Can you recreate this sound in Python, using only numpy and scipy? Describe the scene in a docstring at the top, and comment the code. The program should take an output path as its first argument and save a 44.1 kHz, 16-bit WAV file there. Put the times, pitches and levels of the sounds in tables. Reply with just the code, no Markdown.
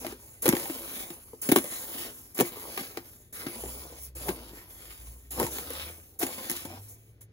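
"""Scooping flour in a kitchen

Close to a stereo pair of microphones, a wooden spoon scoops coarse dry flour across a wide metal tray
and tips it into a pot. Each stroke is a hiss of sliding grains; the spoon crunches through the heap
and knocks the tray, which the flour damps. Farther off a motor, probably traffic outside, hums faintly
and speeds up."""
import sys
import numpy as np
from scipy import signal
from scipy.fft import rfft, irfft, next_fast_len
from scipy.io import wavfile
from scipy.ndimage import uniform_filter1d, map_coordinates

SR = 44100
rng = np.random.default_rng(int(sys.argv[2]) if len(sys.argv) > 2 else 0)


def log_audio(samples):
    """Write samples as a 16-bit WAV file to the path given in sys.argv[1]."""
    # one column per channel
    frames = np.atleast_2d(samples).T
    # limit to full scale, then quantise
    limited = np.clip(frames, -1, 1)
    pcm = np.round(limited * 32767).astype(np.int16)
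    wavfile.write(sys.argv[1], SR, pcm)


N = 322812


def amp(db):
    """Decibels to gain."""
    return 10 ** (np.asarray(db) / 20)


def unit(x):
    """Scaled to rms 1."""
    return x / np.sqrt(np.mean(x ** 2) + 1e-20)


def along(points, hz):
    """Rows of (freq_hz, value) read on a log frequency axis."""
    freqs, values = np.transpose(points)
    return np.interp(np.log(hz + 1), np.log(freqs + 1), values)


def curves(rows):
    """One value per sample for each column after the time."""
    times, *columns = np.transpose(rows)
    return [np.interp(np.arange(N) / SR, times, column) for column in columns]


def wobble(rate):
    """A smooth random curve, rate knots a second."""
    return map_coordinates(rng.standard_normal(int(N * rate / SR) + 4), [np.arange(N) * rate / SR])


def hump(hz, centre_hz, octaves):
    """A broad resonance, 1 at its centre."""
    return np.exp(-.5 * (np.log2((hz + 1) / centre_hz) / octaves) ** 2)


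def filtered(x, response):
    """x times a complex response of frequency."""
    n = x.shape[-1]
    padded = next_fast_len(n + SR // 10, True)
    return irfft(rfft(x, padded) * response(np.fft.rfftfreq(padded, 1 / SR)), padded)[..., :n]


def coloured(x, spectrum, size=2048):
    """x through a causal filter with this spectrum."""
    cepstrum = irfft(np.log(amp(along(spectrum, np.fft.rfftfreq(size, 1 / SR)))))
    cepstrum[1:size // 2] *= 2
    cepstrum[size // 2 + 1:] = 0
    impulse = irfft(np.exp(rfft(cepstrum)))
    return signal.fftconvolve(x, impulse[None], axes=1)[:, :x.shape[-1]]


# Room tone, all around the microphones: freq_hz, relative_db
AIR_SPECTRUM = [(20, -19.5), (40, -8.5), (55, -3), (100, -3), (200, -16), (400, -15), (1000, -36.5),
                (2200, -32), (4500, -41.5), (15000, -50)]


def room_tone():
    """The quiet air of the kitchen: steady noise, mostly bass."""
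    return unit(filtered(rng.standard_normal((2, N)), lambda hz: amp(along(AIR_SPECTRUM, hz))))


# The motor, distant and beyond the walls: time_s, pitch_hz, level_db
MOTOR_PATH = [(0, 59.4, -58), (3.4, 53.9, -89), (3.66, 57.8, -43), (3.78, 65.6, -48), (4.0, 68, -51.5),
              (4.3, 57.8, -46), (4.72, 48.9, -64), (4.92, 55.3, -53), (5.12, 57.1, -45.5),
              (5.24, 59.4, -56), (5.38, 64.7, -41.5), (5.62, 68.6, -55.5), (5.88, 78.4, -48.5),
              (6.1, 83, -67), (6.6, 91.1, -62.5), (6.78, 98.4, -46.5), (7.0, 108.7, -57),
              (7.32, 108.3, -56.5)]


def motor(wall_hz=150, rumble_db=-59.5):
    """Through the walls come only the uneven firing tone, a trace of its octave and a road rumble."""
    hz, db = curves(MOTOR_PATH)
    phase = 2 * np.pi * np.cumsum(hz * (1 + 0.025 * wobble(40))) / SR
    waver_db = 2.3 * wobble(32)
    octave = amp(-10) / (1 + (2 * hz / wall_hz) ** 8) * np.sin(2 * phase)
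    tone = unit(amp(waver_db) * (np.sin(phase) + octave))
    rumble = unit(filtered(rng.standard_normal(N), lambda f: hump(f, centre_hz=75, octaves=0.5)))
    return amp(db) * tone + amp(rumble_db + db - db.max()) * rumble


# Decay of the kitchen around the tray: freq_hz, t60_s
WALL_DECAY = [(150, 0.038), (1000, 0.072), (4000, 0.098), (14000, 0.021)]


def kitchen_walls(x, size=4096):
    """The walls answer with a short diffuse tail that keeps changing as arm and spoon move."""
    starts = np.arange(0, N + size // 2, size // 2)
    hz, t, noise = signal.stft(rng.standard_normal((len(starts), 2, size)), SR, nperseg=256)
    tails = signal.istft(noise * amp(-60 * t / along(WALL_DECAY, hz)[:, None]), SR, nperseg=256)[1]
    source = np.pad(x[0], (size // 2, 2 * size))
    out = np.zeros((2, N + 4 * size))
    for start, tail in zip(starts, tails):
        piece = source[start:start + size] * np.sqrt(np.hanning(size))
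        echo = signal.fftconvolve(piece[None], tail / np.linalg.norm(tail[0]), axes=1)
        out[:, start + SR // 200:][:, :echo.shape[1]] += echo  # 5 ms after the direct sound
    return out[:, size // 2:][:, :N]


# How alike the two microphones hear the kitchen: freq_hz, coherence
MIC_COHERENCE = [(200, .975), (500, .95), (900, .75), (1500, .5), (2800, .8), (4000, .25), (5400, .5),
                 (6600, .65), (7900, .985), (8900, .985), (9800, .8), (12200, .8), (13000, .98),
                 (14000, .98), (15000, .8)]
# Phase between the microphones: freq_hz, left_lead_rad
MIC_PHASE = [(50, 0), (550, .25), (1000, 1.1), (2000, 2), (2850, 3.1), (3900, .6), (5300, 3), (6200, .2),
             (7900, -3.05), (8900, -3.25), (10500, -6.2), (11600, -6.35), (12900, -9.3), (14000, -9.55),
             (15300, -12.5)]
# Balance between the microphones: freq_hz, left_minus_right_db
MIC_BALANCE = [(100, 2), (350, 2.3), (650, 1.5), (1050, 5.5), (2400, 0.5), (3600, 2), (5200, -3), (6300, 0)]


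def microphones(pair):
    """Row 0 is common to both microphones, row 1 is their difference; they become left and right."""
    def blend(hz):
        angle = np.arccos(np.clip(along(MIC_COHERENCE, hz), 0, 1)) / 2
        return np.array([np.cos(angle), np.sin(angle)])

    def placing(hz):
        gains = amp(np.outer([1, -1], along(MIC_BALANCE, hz)) / 2)
        phases = np.outer([1, -1], along(MIC_PHASE, hz)) / 2
        return gains / np.sqrt(np.mean(gains ** 2, 0)) * np.exp(1j * phases)

    common, apart = filtered(pair, blend)
    return filtered(np.array([common + apart, common - apart]), placing)


# Modes of the flour-laden tray, close to the microphones: pitch_hz, relative_db, t60_s
TRAY_MODES = [(262, 6, 0.18), (345.5, 8, 0.17), (431.3, 1, 0.07), (524, 1, 0.09), (612, -7, 0.09),
              (806, -7, 0.1)]
# Modes of the wooden spoon and the rim that it scrapes: pitch_hz, relative_db, t60_s
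SPOON_MODES = [(793, 4, 0.055), (900, 4, 0.07), (1194, 7, 0.03), (1305, 2, 0.037), (1599, 0, 0.06),
               (1770, -9, 0.06), (1900, 1, 0.06), (2205, 3, 0.06), (2375, 1, 0.055), (3290, -7.5, 0.04)]


def ringing(modes, t, detune=0.004):
    """A body's answer to one tap, energy 1; each spot and load of flour rings it a little differently."""
    ring = 0
    for hz, db, t60 in modes:
        decay = amp(db + rng.normal(0, 1.1) - 60 * t / t60)
        ring += decay * np.sin(2 * np.pi * hz * (1 + rng.normal(0, detune)) * t)
    return ring / np.linalg.norm(ring)


def touching(x, modes, ring_db):
    """Grain impacts together with the ring that they raise in a body, rms 1."""
    tap = ringing(modes, np.arange(SR // 4) / SR)
    ring = signal.fftconvolve(x, tap[None], axes=1)[:, :x.shape[-1]]
    return unit(unit(x) + amp(ring_db) * unit(ring))


def grains(length, rate, spread_db):
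    """Two unrelated streams of tiny impacts of random size, rate a second, rms 1."""
    hits = rng.random((2, length)) < rate / SR
    return unit(hits * rng.standard_normal((2, length)) * amp(spread_db * rng.standard_normal((2, length))))


def gesture(t, length, rise_s, ease_db_per_s, stop_db_per_s):
    """Gain of a movement that begins at t = 0: it rises, eases and dies away after its length."""
    t = np.maximum(t, 0)
    fall_db = ease_db_per_s * t + stop_db_per_s * np.maximum(t - length, 0)
    return (1 - np.exp(-t / rise_s)) * amp(-fall_db)


def swell(t, middle, length):
    """A smooth rise and fall, 1 at its middle."""
    return np.cos(np.pi * np.clip((t - middle) / length, -.5, .5)) ** 2


# The spoon pushes through the heap, close up: start_s, length_s, rub_db, hiss_db, ease_db_per_s, spray_db
SPOON_STROKES = [(0.0, 0.11, -48.5, -42, 25, -46), (0.42, 0.72, -42.5, -34, 16, -27.5),
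                 (1.415, 0.61, -47, -35, 9.5, -30), (2.345, 0.64, -48, -42.5, 12, -30),
                 (3.325, 0.65, -47, -41.5, 11.5, -59), (4.15, 0.13, -48.5, -39.5, 12, -67),
                 (4.342, 0.3, -53.5, -50, 11.5, -72), (5.305, 0.59, -48, -38.5, 8.5, -35),
                 (6.189, 0.55, -43, -36, 31, -28)]
# It bears down or turns in the heap: middle_s, length_s, rub_db, rasp_db, hiss_db, band_hz
SPOON_DRAGS = [(0.614, 0.23, -61, -53, -43, 2200), (0.973, 0.29, -53, -46.5, -37.5, 4100),
               (1.756, 0.25, -50, -47, -38.5, 4170), (2.002, 0.34, -47.5, -44.5, -38.5, 3580),
               (2.464, 0.11, -61, -52, -38.5, 2170), (2.638, 0.29, -50.5, -56, -43.5, 980),
               (2.802, 0.35, -65, -46, -41, 4280), (3.673, 0.55, -70, -65, -41.5, 890),
               (4.035, 0.16, -80, -61, -41, 5000), (4.293, 0.18, -36.5, -48.5, -38, 905),
               (4.572, 0.13, -68, -55.5, -49, 1980), (4.897, 0.51, -60, -55.5, -47.5, 3443),
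               (5.412, 0.13, -32, -41.5, -36, 970), (5.562, 0.22, -50, -49.5, -37, 3800),
               (5.785, 0.34, -62, -43.5, -44.5, 4040), (6.4, 0.26, -59, -60, -43, 1030),
               (6.536, 0.45, -68, -46.5, -39.5, 3970), (6.738, 0.2, -47, -53, -51, 770),
               (6.916, 0.12, -85, -78, -46, 5200)]
# Flour slides off it into the nearby pot: start_s, length_s, hiss_db
POT_POURS = [(0.182, 0.27, -45), (1.2, 0.25, -48), (2.112, 0.34, -43), (3.02, 0.24, -46.5),
             (4.668, 0.36, -44), (5, 0.29, -44.5), (5.894, 0.26, -47.5), (6.774, 0.33, -47.5)]


def flour_flow(plunge_s=0.0024, sink_s=0.0081, spray_s=0.0076, settle_db_per_s=126):
    """Strokes, drags and pours add up in power; rows of time_s, rub_db, rasp_db, hiss_db."""
    t = np.arange(0, N / SR, .001)
    parts = []
    for start, length, rub_db, hiss_db, ease, spray_db in SPOON_STROKES:
        # The surface sprays and hisses at once; rub and rasp build as the spoon sinks in.
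        rub = amp(rub_db) * gesture(t - start, length, sink_s, ease, settle_db_per_s)
        surface = amp(hiss_db) + amp(spray_db) * np.exp(-abs(t - start) / spray_s)
        hiss = surface * gesture(t - start, length, plunge_s, ease, settle_db_per_s)
        parts.append([rub, rub * amp(-2), hiss])
    for middle, length, rub_db, rasp_db, hiss_db, _ in SPOON_DRAGS:
        parts.append(np.outer(amp([rub_db, rasp_db, hiss_db]), swell(t, middle, length)))
    for start, length, hiss_db in POT_POURS:
        stream = gesture(t - start, length, rise_s=0.033, ease_db_per_s=47.5, stop_db_per_s=140)
        hiss = amp(hiss_db) * stream
        parts.append([hiss * amp(-14.5), hiss * amp(-13.5), hiss])  # falling flour barely drums or rasps
    power = np.sum(np.square(parts), 0)
    return np.column_stack([t, *10 * np.log10(power + 1e-12)])


def grinding(hz, t, peak_db=3.5):
    """Boost in dB of the band in which each drag grinds: low when deep, high when shallow."""
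    return peak_db * sum(np.sqrt(swell(t, middle, length)) * hump(hz, band_hz, octaves=0.2)
                         for middle, length, *_, band_hz in SPOON_DRAGS)


def brightening(hz, t, peak_db=0.5, start_hz=10500, climb_oct_per_s=0.62):
    """Boost in dB of a peak that climbs through the hiss as the grains of each stroke gather speed."""
    starts = np.array([row[0] for row in SPOON_STROKES])
    age = t - starts[np.maximum(np.searchsorted(starts, t) - 1, 0)]
    return peak_db * hump(hz, start_hz * 2 ** (climb_oct_per_s * age), octaves=0.39)


def shifting(x, boost, depth_db, bins):
    """The colour follows the spoon's work, and drifts in patches as the hand moves over the tray."""
    hz, t, spectra = signal.stft(unit(x), SR, nperseg=1024)
    patches = uniform_filter1d(rng.standard_normal(spectra.shape[1:]), size=bins, axis=0)
    patches = uniform_filter1d(patches, size=14, axis=1, mode="wrap")
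    drift = unit(amp(depth_db * unit(patches)))
    return signal.istft(spectra * drift * amp(boost(hz[:, None], t)), nperseg=1024)[1][:, :N]


# Moving flour at close range, as low rub, middle rasp and high hiss: freq_hz, relative_db
RUB_SPECTRUM = [(40, -37.5), (90, -7), (150, -5), (330, 1), (480, 2.5), (750, -2.5), (1050, -3.5),
                (1500, -20), (3000, -49.5)]
RASP_SPECTRUM = [(500, -31.5), (900, -4), (1300, 2.5), (1700, 1.5), (2250, 5), (2850, 3.5), (3400, 0),
                 (4200, 0), (5700, -0.5), (6500, -16.5), (8000, -62)]
HISS_SPECTRUM = [(3500, -37.5), (5600, -10.5), (6300, -7), (7200, -2), (9400, -1), (11200, 1.5),
                 (14000, -0.5), (15600, -0.5)]


def sliding_flour():
    """Grains hiss as they slide, rasp where the spoon shears them and drum softly on the tray."""
    rub_db, rasp_db, hiss_db = curves(flour_flow())
    clumps = wobble(55)  # the heap gives way in small lumps
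    slips_db = 1.6 * wobble(45)  # the spoon catches and slips on the tray
    rub = coloured(grains(N, rate=900, spread_db=1), RUB_SPECTRUM)
    rub = touching(rub, TRAY_MODES, ring_db=-7)
    fine = grains(N, rate=4000, spread_db=1.5)
    coarse = amp(-3) * grains(N, rate=310, spread_db=0)  # a few big grains tick on the wood
    rasp = touching(coloured(fine + coarse, RASP_SPECTRUM), SPOON_MODES, ring_db=-21)
    hiss = coloured(grains(N, rate=24000, spread_db=1), HISS_SPECTRUM)
    rub = shifting(rub, grinding, depth_db=2.1, bins=5) * amp(rub_db + slips_db)
    rasp = shifting(rasp, grinding, depth_db=2.1, bins=12) * amp(rasp_db + 1.7 * clumps)
    hiss = shifting(hiss, brightening, depth_db=2.2, bins=18)
    hiss *= amp(hiss_db + 0.73 * clumps + 0.77 * wobble(140))
    return rub + rasp + hiss


def burst(x, db):
    """x with the energy of 10 ms at this rms level."""
    energy = np.mean(np.sum(np.atleast_2d(x) ** 2, 1))
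    return x * amp(db) * np.sqrt(SR / 100 / energy)


def struck_tray(t, rise_s, press, hz, db, thud_t60=0.03, rock_t60=0.054):
    """The damped tray thuds, bends at a higher pitch during the contact, rings weakly and rocks."""
    push = (1 - np.exp(-t / rise_s / 2)) ** 2  # the heap cushions the blow
    cycles = hz * t + 0.25 * (1 - np.exp(-t / 0.0017))  # fast bending waves arrive first: the pitch drops
    thud = burst(push * amp(-60 * t / thud_t60) * np.sin(2 * np.pi * cycles), db - 2)
    bend = burst(press * np.sin(2 * np.pi * 2.067 * hz * t), db - 15)
    ring = burst(push * ringing(TRAY_MODES, t), db - 10)
    rock = burst(push * amp(-60 * t / rock_t60) * np.sin(2 * np.pi * 0.521 * hz * t), db - 14.5)
    return thud + bend + ring + rock


# Flour crushed under the spoon, close up: freq_hz, relative_db
CRUNCH_SPECTRUM = [(200, -17.5), (450, -22), (800, -4.5), (1200, -4.5), (2000, 3), (2900, -0.5),
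                   (4200, -5.5), (5800, -7.5), (8000, -27.5)]
# Strikes on the tray, close to the microphones; each layer is set relative to these levels:
# start_s, rise_s, thud_db, crunch_db, grit_db, pitch_hz
SPOON_STRIKES = [(0.047, 0.00043, -31.5, -42, -53, 637), (0.065, 0.0014, -36, -37.5, -37.5, 320),
                 (0.124, 0.00092, -37, -51, -52, 377), (0.456, 0.0015, -23.5, -30.5, -26, 410),
                 (0.4632, 0.001, -23.5, -29, -27, 536), (0.479, 0.0011, -18.5, -31, -24, 308),
                 (0.4894, 0.00079, -19, -26.5, -17.5, 216), (0.525, 0.0016, -30, -32, -31, 400),
                 (0.534, 0.00063, -20, -52, -38, 260), (0.551, 0.0012, -46, -33.5, -32, 348),
                 (0.566, 0.0015, -35, -35, -33, 340), (0.597, 0.0007, -43, -42, -35, 338),
                 (0.63, 0.0009, -43, -44, -44, 315), (0.656, 0.00091, -43, -41.5, -48, 786),
                 (0.697, 0.0024, -30.5, -41.5, -52, 330), (1.103, 0.0016, -38.5, -44, -41, 297),
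                 (1.332, 0.0012, -40.5, -84, -72, 448), (1.488, 0.0029, -20.5, -31, -25.5, 254),
                 (1.516, 0.0025, -18.5, -27, -18, 357), (1.521, 0.00073, -15.5, -28, -26, 262),
                 (1.559, 0.0021, -15.5, -22.5, -17.5, 361), (1.571, 0.0025, -31, -36, -29, 252),
                 (1.585, 0.001, -28, -35, -28, 287), (1.642, 0.00038, -38.5, -46, -35, 524),
                 (2.37, 0.0081, -44, -41, -31.5, 380), (2.388, 0.0026, -26, -31.5, -34, 300),
                 (2.4, 0.0012, -18.5, -28, -26.5, 373), (2.407, 0.0017, -16.5, -26, -19.5, 370),
                 (2.413, 0.0014, -19.5, -52, -39, 256), (2.569, 0.00081, -42, -55, -50, 400),
                 (2.775, 0.0016, -37, -32, -31.5, 383), (2.789, 0.006, -39, -38, -37, 272),
                 (2.808, 0.0014, -40, -47, -41, 205), (2.972, 0.0013, -33, -36.5, -36.5, 366),
                 (3.464, 0.0029, -28, -37, -41, 284), (3.636, 0.00097, -32.5, -51, -54, 383),
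                 (3.658, 0.001, -42.5, -51, -56, 440), (4.282, 0.0025, -30, -36.5, -34, 837),
                 (4.289, 0.0022, -27.5, -32.5, -32, 346), (5.398, 0.0014, -28.5, -35, -27.5, 464),
                 (5.416, 0.0011, -28, -47, -52, 395), (5.428, 0.0012, -27.5, -37, -30, 466),
                 (5.437, 0.009, -31, -43, -38, 136), (5.465, 0.0015, -35.5, -41, -35, 900),
                 (5.584, 0.0012, -44, -39.5, -36, 430), (5.703, 0.0015, -36.5, -45, -39, 482),
                 (5.734, 0.0013, -54, -49, -38, 348), (6.212, 0.008, -33, -34, -26.5, 707),
                 (6.227, 0.0039, -25, -31.5, -26, 343), (6.266, 0.0015, -41, -40, -32, 353),
                 (6.497, 0.0017, -36.5, -36.5, -27.5, 287.5), (6.506, 0.0008, -47, -54, -34, 300),
                 (6.514, 0.0012, -38.5, -43, -27.5, 255), (6.566, 0.00095, -50, -63, -34.5, 270),
                 (6.649, 0.0038, -36.5, -44.5, -40, 253), (7.207, 0.0085, -72, -61, -44, 456)]


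def spoon_strikes(spill_t60=0.08, clack_t60=0.089):
    """Each strike crushes grains, knocks the tray and rings the wood, which the hand damps."""
    out = np.zeros((2, N + SR))
    t = np.arange(SR // 4) / SR
    for start, rise_s, thud_db, crunch_db, grit_db, hz in SPOON_STRIKES:
        onset = 1 - np.exp(-t / rise_s)
        press = t / rise_s * np.exp(1 - t / rise_s)
        crush = press + onset * amp(-22 - 60 * t / spill_t60)  # thrown grains settle after the blow
        crunch = coloured(crush * grains(len(t), rate=3000, spread_db=1.5), CRUNCH_SPECTRUM)
        crunch = burst(touching(crunch, SPOON_MODES, ring_db=-11), crunch_db - 1)
        clack = burst(onset * amp(-60 * t / clack_t60) * ringing(SPOON_MODES, t), crunch_db - 7.5)
        grit = coloured(crush * grains(len(t), rate=14000, spread_db=6), HISS_SPECTRUM)
        tray = struck_tray(t, rise_s, press, hz, thud_db)
        judder = coloured(crush * grains(len(t), rate=3000, spread_db=2), RUB_SPECTRUM)
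        hit = crunch + burst(grit, grit_db) + burst(judder, thud_db - 12.5)
        hit[0] += tray + clack  # the whole tray moves, so this is common to both microphones
        out[:, round(start * SR):][:, :len(t)] += hit
    return out[:, :N]


def scene():
    """Spoon and flour close to the microphones, the kitchen around them, the motor far off."""
    near = sliding_flour() + spoon_strikes()
    air = amp(-59.5) * room_tone()
    reflections = amp(-8) * kitchen_walls(near)
    return microphones(near + reflections + air) + motor()


def record(dry):
    """The recorder keeps nothing above its band limit."""
    top_hz = 15850
    return filtered(dry, lambda hz: 1 / (1 + (hz / top_hz) ** 200))


dry = scene()
out = record(dry)
log_audio(out)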